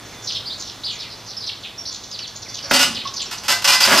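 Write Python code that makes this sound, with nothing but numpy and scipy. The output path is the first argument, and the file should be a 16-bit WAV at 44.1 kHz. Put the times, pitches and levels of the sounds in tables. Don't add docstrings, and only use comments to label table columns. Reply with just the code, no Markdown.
import sys
import numpy as np
from scipy import signal
from scipy.fft import rfft, irfft
from scipy.io import wavfile

SR = 44100
rng = np.random.default_rng(int(sys.argv[2]) if len(sys.argv) > 2 else 0)


def dump_mix(stems):
    frames = np.atleast_2d(stems).T
    limited = np.clip(frames, -1, 1)
    pcm = np.round(limited * 32767).astype(np.int16)
    wavfile.write(sys.argv[1], SR, pcm)


N = 176400
TIME = np.arange(N) / SR


def from_db(db):
    return 10 ** (np.asarray(db) / 20)


def rms_one(x):
    return x / np.sqrt(np.mean(x ** 2) + 1e-20)


def at_hz(points, hz):
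    freqs, values = np.transpose(points)
    return np.interp(np.log(np.maximum(hz, 1)), np.log(freqs), values)


def coloured(x, spectrum):
    gain = from_db(at_hz(spectrum, np.fft.rfftfreq(len(x), 1 / SR)))
    return irfft(rfft(x) * gain, len(x))


def drift(hz, size=N):
    r = np.exp(-2 * np.pi * hz / SR)
    noise = rng.standard_normal(max(size, SR // 5) + SR // 10)
    return rms_one(signal.lfilter([1], [1, -2 * r, r * r], noise)[SR // 10:])[:size]


def add(track, start, sound):
    i = int(np.clip(start * SR, 0, N - 1))
    track[i:i + len(sound)] += sound[:N - i]


def through(x, response):
    return signal.fftconvolve(x, response)[:N]


def phase_of(hz):
    return 2 * np.pi * np.cumsum(hz) / SR


def swell(size):
    return np.sqrt(2) * np.abs(np.sin(np.linspace(0, np.pi, size))) ** 0.28


def dying_noise(spectrum, t60s):
    hz = np.arange(SR // 2 + 1)
    noise = rfft(coloured(rng.standard_normal(SR), spectrum))
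    centres = np.geomspace(100, 15000, 9)
    out = np.zeros(SR)
    for centre in centres:
        band = irfft(noise * at_hz(np.c_[centres, centres == centre], hz))
        out += band * from_db(-60 * TIME[:SR] / at_hz(t60s, centre))
    return rms_one(out) / np.sqrt(SR)


# frequency in Hz, gain in dB.
AIR_SPECTRUM = [(15, -42), (25, -9), (107, 0), (156, -4), (1050, -7), (2200, -11.5), (5500, -14),
                (9050, -26), (13500, -27.5), (15500, -35)]
# time in seconds, relative level in dB.
AIR_LEVEL = [(0, -47.5), (1.2, -49.5), (2.25, -51), (2.7, -48)]

def air(gain_db=8):
    wash = rms_one(coloured(rng.standard_normal(N), AIR_SPECTRUM))
    return wash * from_db(gain_db + np.interp(TIME, *np.transpose(AIR_LEVEL)))


# time in seconds, hum pitch in Hz.
DRIVE_PITCH = [(0, 110), (4, 106.3)]
# multiple of the pitch, level in dB.
DRIVE_PARTIALS = [(1, -52.5), (1.5, -63), (2, -63)]

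def drive(wobble=0.0526, flutter_db=3, whine_hz=3483, whine_db=-52.5):
    pitch = np.interp(TIME, *np.transpose(DRIVE_PITCH))
    phase = phase_of(pitch * (1 + wobble * drift(13.1)))
    hum = sum(from_db(db + flutter_db * drift(9.3)) * np.sin(k * phase) for k, db in DRIVE_PARTIALS)
    whine = np.sin(phase_of(whine_hz * (1 + 0.0061 * drift(58))))
    whine *= from_db(whine_db + 3.2 * drift(6.1))
    return np.sqrt(2) * (hum + whine)


def chirp(length, pitches, hoarse, trill_hz=330.2, swing_hz=1140, tremble_db=4, octave_db=-29):
    n = int(length * SR)
    arch = np.polyval(np.polyfit([-1, 0, 1], pitches, 2), np.linspace(-1, 1, n))
    pace, depth, tremble = drift(149.6, n), drift(138, n), drift(107, n)
    trill = np.sin(phase_of(trill_hz * (1 + 0.35 * pace))) * (1 + 0.22 * depth)
    phase = phase_of(arch + swing_hz * hoarse * trill)
    whistle = np.sin(phase) + from_db(octave_db) * np.sin(2 * phase)
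    return from_db(tremble_db * hoarse * tremble) * swell(n) * whistle


def flock(notes_per_s=51, centre_hz=5000, spread=0.33, fall=0.145, level_db=-46.5):
    out = np.zeros(N)
    for when, height in rng.random((int(notes_per_s * N / SR), 2)):
        hz = centre_hz * (1 + spread * (2 * height - 1))
        add(out, when * N / SR, chirp(length=0.046, pitches=[hz, hz, hz * (1 - fall)], hoarse=0.617))
    return rms_one(yard(out)) * from_db(level_db)


# frequency in Hz, seconds to die by 60 dB.
YARD_T60 = [(200, 0.56), (4000, 0.41), (12000, 0.18)]

def yard(x, build_up_s=0.0051):
    tail = dying_noise([(100, 0), (15000, 0)], YARD_T60)
    onset = 1 - np.exp(-(TIME[:SR] / build_up_s) ** 2)
    return through(x, tail * onset)


# start and length in seconds, first, middle
# and last pitch in Hz, relative level in dB, hoarseness (0 is a pure whistle).
SPARROW_NOTES = [(0.11, 0.046, 2480, 2186, 1970, -49, 0.14), (0.128, 0.026, 4720, 4120, 3450, -48, 0.1),
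                 (0.221, 0.072, 6400, 5800, 5000, -39, 0.7), (0.271, 0.043, 5000, 4497, 3600, -26.5, 0.81),
                 (0.316, 0.024, 5200, 4600, 3940, -30, 0.92), (0.343, 0.042, 4240, 5350, 4680, -34.5, 0),
                 (0.348, 0.031, 4140, 3680, 3370, -26.5, 0.47),
                 (0.455, 0.04, 3950, 4790, 4350, -30.5, 0.26), (0.496, 0.047, 3736, 3830, 4980, -31, 0.2),
                 (.58, 0.075, 6300, 5190, 4260, -35, 1.03), (0.648, 0.06, 5200, 4610, 3760, -36.5, 1.01),
                 (0.835, 0.035, 3524, 4720, 4320, -27.5, 0.35),
                 (0.866, 0.054, 3750, 3937, 3084, -28.5, 0.53), (0.899, 0.08, 3120, 2610, 2210, -44, 0.28),
                 (0.909, .06, 6300, 6150, 5740, -42.5, .9), (0.989, 0.051, 4825, 4400, 3610, -32.5, 0.68),
                 (1.033, 0.052, 3090, 2574, 2180, -43, 0.5), (1.099, 0.047, 4500, 4630, 4400, -38.5, 0.61),
                 (1.262, 0.076, 5700, 4870, 4110, -37, 0.79), (1.367, 0.023, 5090, 5300, 5040, -29, 0.19),
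                 (1.404, 0.059, 5000, 4510, 4170, -33, 0.54), (1.464, 0.039, 5050, 4330, 3030, -27, 0.67),
                 (1.63, 0.047, 4300, 3155, 3040, -34.5, 0.59), (1.779, 0.045, 5640, 5530, 5490, -33, 0.15),
                 (1.853, 0.05, 4543, 5100, 4790, -30.5, 0.8), (1.917, 0.054, 5300, 5190, 4690, -35, 1.44),
                 (2.031, 0.017, 5320, 5060, 4500, -36.5, 1.24), (2.107, 0.019, 5260, 5000, 4700, -36, 1.3),
                 (2.119, .045, 4950, 4710, 3240, -33, 0.25), (2.187, 0.024, 4470, 4040, 3280, -31.5, 1.42),
                 (2.205, 0.056, 4550, 4370, 2840, -34.5, 0.15), (2.269, 0.02, 5170, 5100, 4700, -36, 1),
                 (2.351, 0.037, 5040, 5280, 5230, -37.5, 1.19), (2.421, 0.019, 5380, 5030, 4660, -34, 0.9),
                 (2.454, 0.029, 2510, 2210, 1860, -45, 0), (2.486, 0.027, 5050, 5260, 4900, -35.5, 0.62),
                 (2.529, 0.08, 5360, 4680, 3465, -33.5, 1.1), (2.624, 0.047, 5230, 5120, 5000, -33.5, 0.62),
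                 (2.696, 0.016, 5740, 5630, 4800, -29, 0.8), (2.944, 0.038, 4870, 3900, 3300, -28, 0.75),
                 (2.986, 0.041, 4115, 3657, 2890, -32, 0.6), (3.048, 0.045, 4216, 4560, 4430, -32, 1.1),
                 (3.137, 0.018, 5800, 5650, 5100, -31.5, 0.68), (3.162, 0.026, 5330, 5120, 4150, -28, 0.73),
                 (3.193, 0.039, 4114, 3840, 3100, -28.5, 0.69),
                 (3.213, 0.019, 6100, 5850, 5500, -31.5, 1.34), (3.257, 0.017, 5800, 5520, 5200, -34, 0.23),
                 (3.379, 0.013, 5490, 5370, 5000, -32.5, 1.1)]

def sparrows(gain_db=0.5, echo_db=-3):
    out = np.zeros(N)
    for start, length, *pitches, db, hoarse in SPARROW_NOTES:
        add(out, start, from_db(db + gain_db) * rms_one(chirp(length, pitches, hoarse)))
    return out + from_db(echo_db) * yard(out)


def contacts(rows, bounces_per_s=420, spread_db=3, first_force=1.93):
    out = np.zeros(N)
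    for start, length, db in rows:
        gaps = rng.uniform(0.3, 1.7, 64)
        delays = (np.cumsum(gaps) - gaps[0]) / bounces_per_s
        forces = from_db(spread_db * rng.standard_normal(64)) * rng.choice([-1, 1], 64)
        forces *= np.clip((length - delays) * bounces_per_s, 0, 1)
        forces[0] = first_force
        forces *= from_db(db) * np.sqrt((length + 0.028) * SR / np.sum(forces ** 2))
        for delay, force in zip(delays, forces):
            add(out, start + delay, np.array([force]))
    return out


def struck(spectrum, t60s, crack_gain=1.56, crack_s=0.0046):
    return dying_noise(spectrum, t60s) * (1 + crack_gain * np.exp(-TIME[:SR] / crack_s))


def ringing(chatter, thumps, modes, t60_s=0.19, tyre_soft_hz=1040):
    out = np.zeros(N)
    r = from_db(-60 / (t60_s * SR))
    for hz, db in modes:
        hard = hz ** 2 / (hz ** 2 + tyre_soft_hz ** 2)
        force = hard * chatter + (1 - hard) * thumps + 1e-18
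        resonator = [1, -2 * r * np.cos(2 * np.pi * hz / SR), r * r]
        out += from_db(db) * rms_one(signal.lfilter([1, 0, -1], resonator, force))
    return out * np.std(chatter + thumps)


# start in seconds, length in seconds, force level in dB.
WHEEL_THUMPS = [(2.64, 0.21, -43), (2.711, 0.0057, -16), (2.79, 0.056, -46.5), (3.483, 0.027, -32),
                (3.875, .054, -19), (3.921, 0.033, -15.5)]
TAILGATE_CHATTER = [(2.712, 0.024, -24.5), (2.736, 0.032, -16.5), (2.793, 0.042, -17),
                    (3.312, 0.028, -31.5), (3.435, 0.035, -36.5), (3.482, 0.048, -18.5),
                    (3.622, 0.001, -33), (3.644, 0.021, -18.5), (3.676, 0.029, -15), (3.72, 0.04, -18),
                    (3.804, 0.061, -16.5), (3.875, 0.061, -21.5), (3.92, 0.067, -19.5), (3.975, 0.084, -16)]
# frequency in Hz, gain in dB.
THUMP_SPECTRUM = [(50, -45), (260, 0), (450, -13.5), (620, 4), (1150, -2.5), (3000, -10), (8000, -30)]
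CHATTER_SPECTRUM = [(100, -15.5), (450, -24), (750, -3.5), (5200, -1), (7000, -9.5), (11000, -17),
                    (13300, -14.5), (15500, -48)]
# frequency in Hz, seconds to die by 60 dB.
THUMP_T60 = [(100, 0.84), (300, 0.29), (800, 0.21), (5000, 0.54)]
CHATTER_T60 = [(100, 0.54), (600, 0.16), (3000, 0.2), (8000, 0.34), (15000, 0.15)]
# frequency in Hz, relative level in dB.
LIP_MODES = [(555, -11.5), (770, -23.5), (856, -16), (1110, -23), (1470, -12.5), (2024, -16.5), (2837, -7),
             (2950, -15), (3128, -15), (3650, -16.5), (4484, -17), (4743, -14), (4947, -10), (5464, -19),
             (5857, -23), (6783, -27), (7951, -23), (13110, -30)]
RUNG_MODES = [(388, -19), (555, -17), (700, -19.5), (856, -21), (1012, -16), (1210, -23), (1550, -20),
              (2020, -15), (2394, -21.5), (2950, -19.5), (3128, -28.5), (3461, -20.5), (3644, -23),
              (4213, -20), (4683, -16.5), (4953, -7), (5464, -16.5), (6751, -22), (13090, -20)]

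def ramps(on_rungs_s=3.25, dense_db=-1, low_cut_hz=110):
    chatter, thumps = contacts(TAILGATE_CHATTER), contacts(WHEEL_THUMPS)
    dense = through(chatter, struck(CHATTER_SPECTRUM, CHATTER_T60))
    dense += through(thumps, struck(THUMP_SPECTRUM, THUMP_T60))
    on_lip = TIME < on_rungs_s
    ring = ringing(chatter * on_lip, thumps * on_lip, LIP_MODES)
    ring += ringing(chatter * ~on_lip, thumps * ~on_lip, RUNG_MODES)
    low_cut = signal.butter(2, low_cut_hz, "high", fs=SR, output="sos")
    return signal.sosfilt(low_cut, from_db(dense_db) * dense + ring)


# start and length in seconds, level in dB.
BED_JOLTS = [(2.714, 0.025, -27), (2.77, 0.038, -38), (2.845, 0.067, -36.5), (3.9, 0.078, -32.5)]
# frequency in Hz, gain in dB.
BED_SPECTRUM = [(70, -24), (150, -9.5), (250, 2), (330, -5.5), (450, -23), (1000, -53)]

def truck_bed(t60_s=0.41):
    force = contacts(BED_JOLTS)
    boom = through(force, dying_noise(BED_SPECTRUM, [(1000, t60_s)]))
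    return rms_one(boom) * np.std(force)


# start and length in seconds, pitch in Hz, level in dB.
SQUEAKS = [(3.053, 0.022, 1092, -25.5), (3.68, 0.042, 2420, -19), (3.826, .023, 4810, -13),
           (3.981, 0.018, 5020, -19)]

def squeaks(roughness=0.026):
    out = np.zeros(N)
    for start, length, hz, db in SQUEAKS:
        n = int(length * SR)
        pitch = hz * (1 + roughness * drift(330, n))
        add(out, start, from_db(db) * swell(n) * np.sin(phase_of(pitch)))
    return out


# frequency in Hz, gain of the side signal in dB.
SIDE_SPECTRUM = [(60, -18), (330, -11.5), (1790, -22), (4190, -22), (6410, -6.5), (9810, 1), (15000, -36)]

def scene(metal_echo_db=-8.5, scatter_s=0.00093):
    metal = ramps() + truck_bed() + squeaks()
    mid = metal + from_db(metal_echo_db) * yard(metal) + sparrows() + drive() + air() + flock()
    scatter = rng.standard_normal(SR // 20) * np.exp(-TIME[:SR // 20] / scatter_s)
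    side = coloured(through(mid, scatter / np.linalg.norm(scatter)), SIDE_SPECTRUM)
    return np.array([mid + side, mid - side])


def record(dry, stopband_hz=16200):
    high_cut = signal.cheby2(16, 70, stopband_hz, fs=SR, output="sos")
    return signal.sosfilt(high_cut, np.tanh(dry))


dry = scene()
out = record(dry)
dump_mix(out)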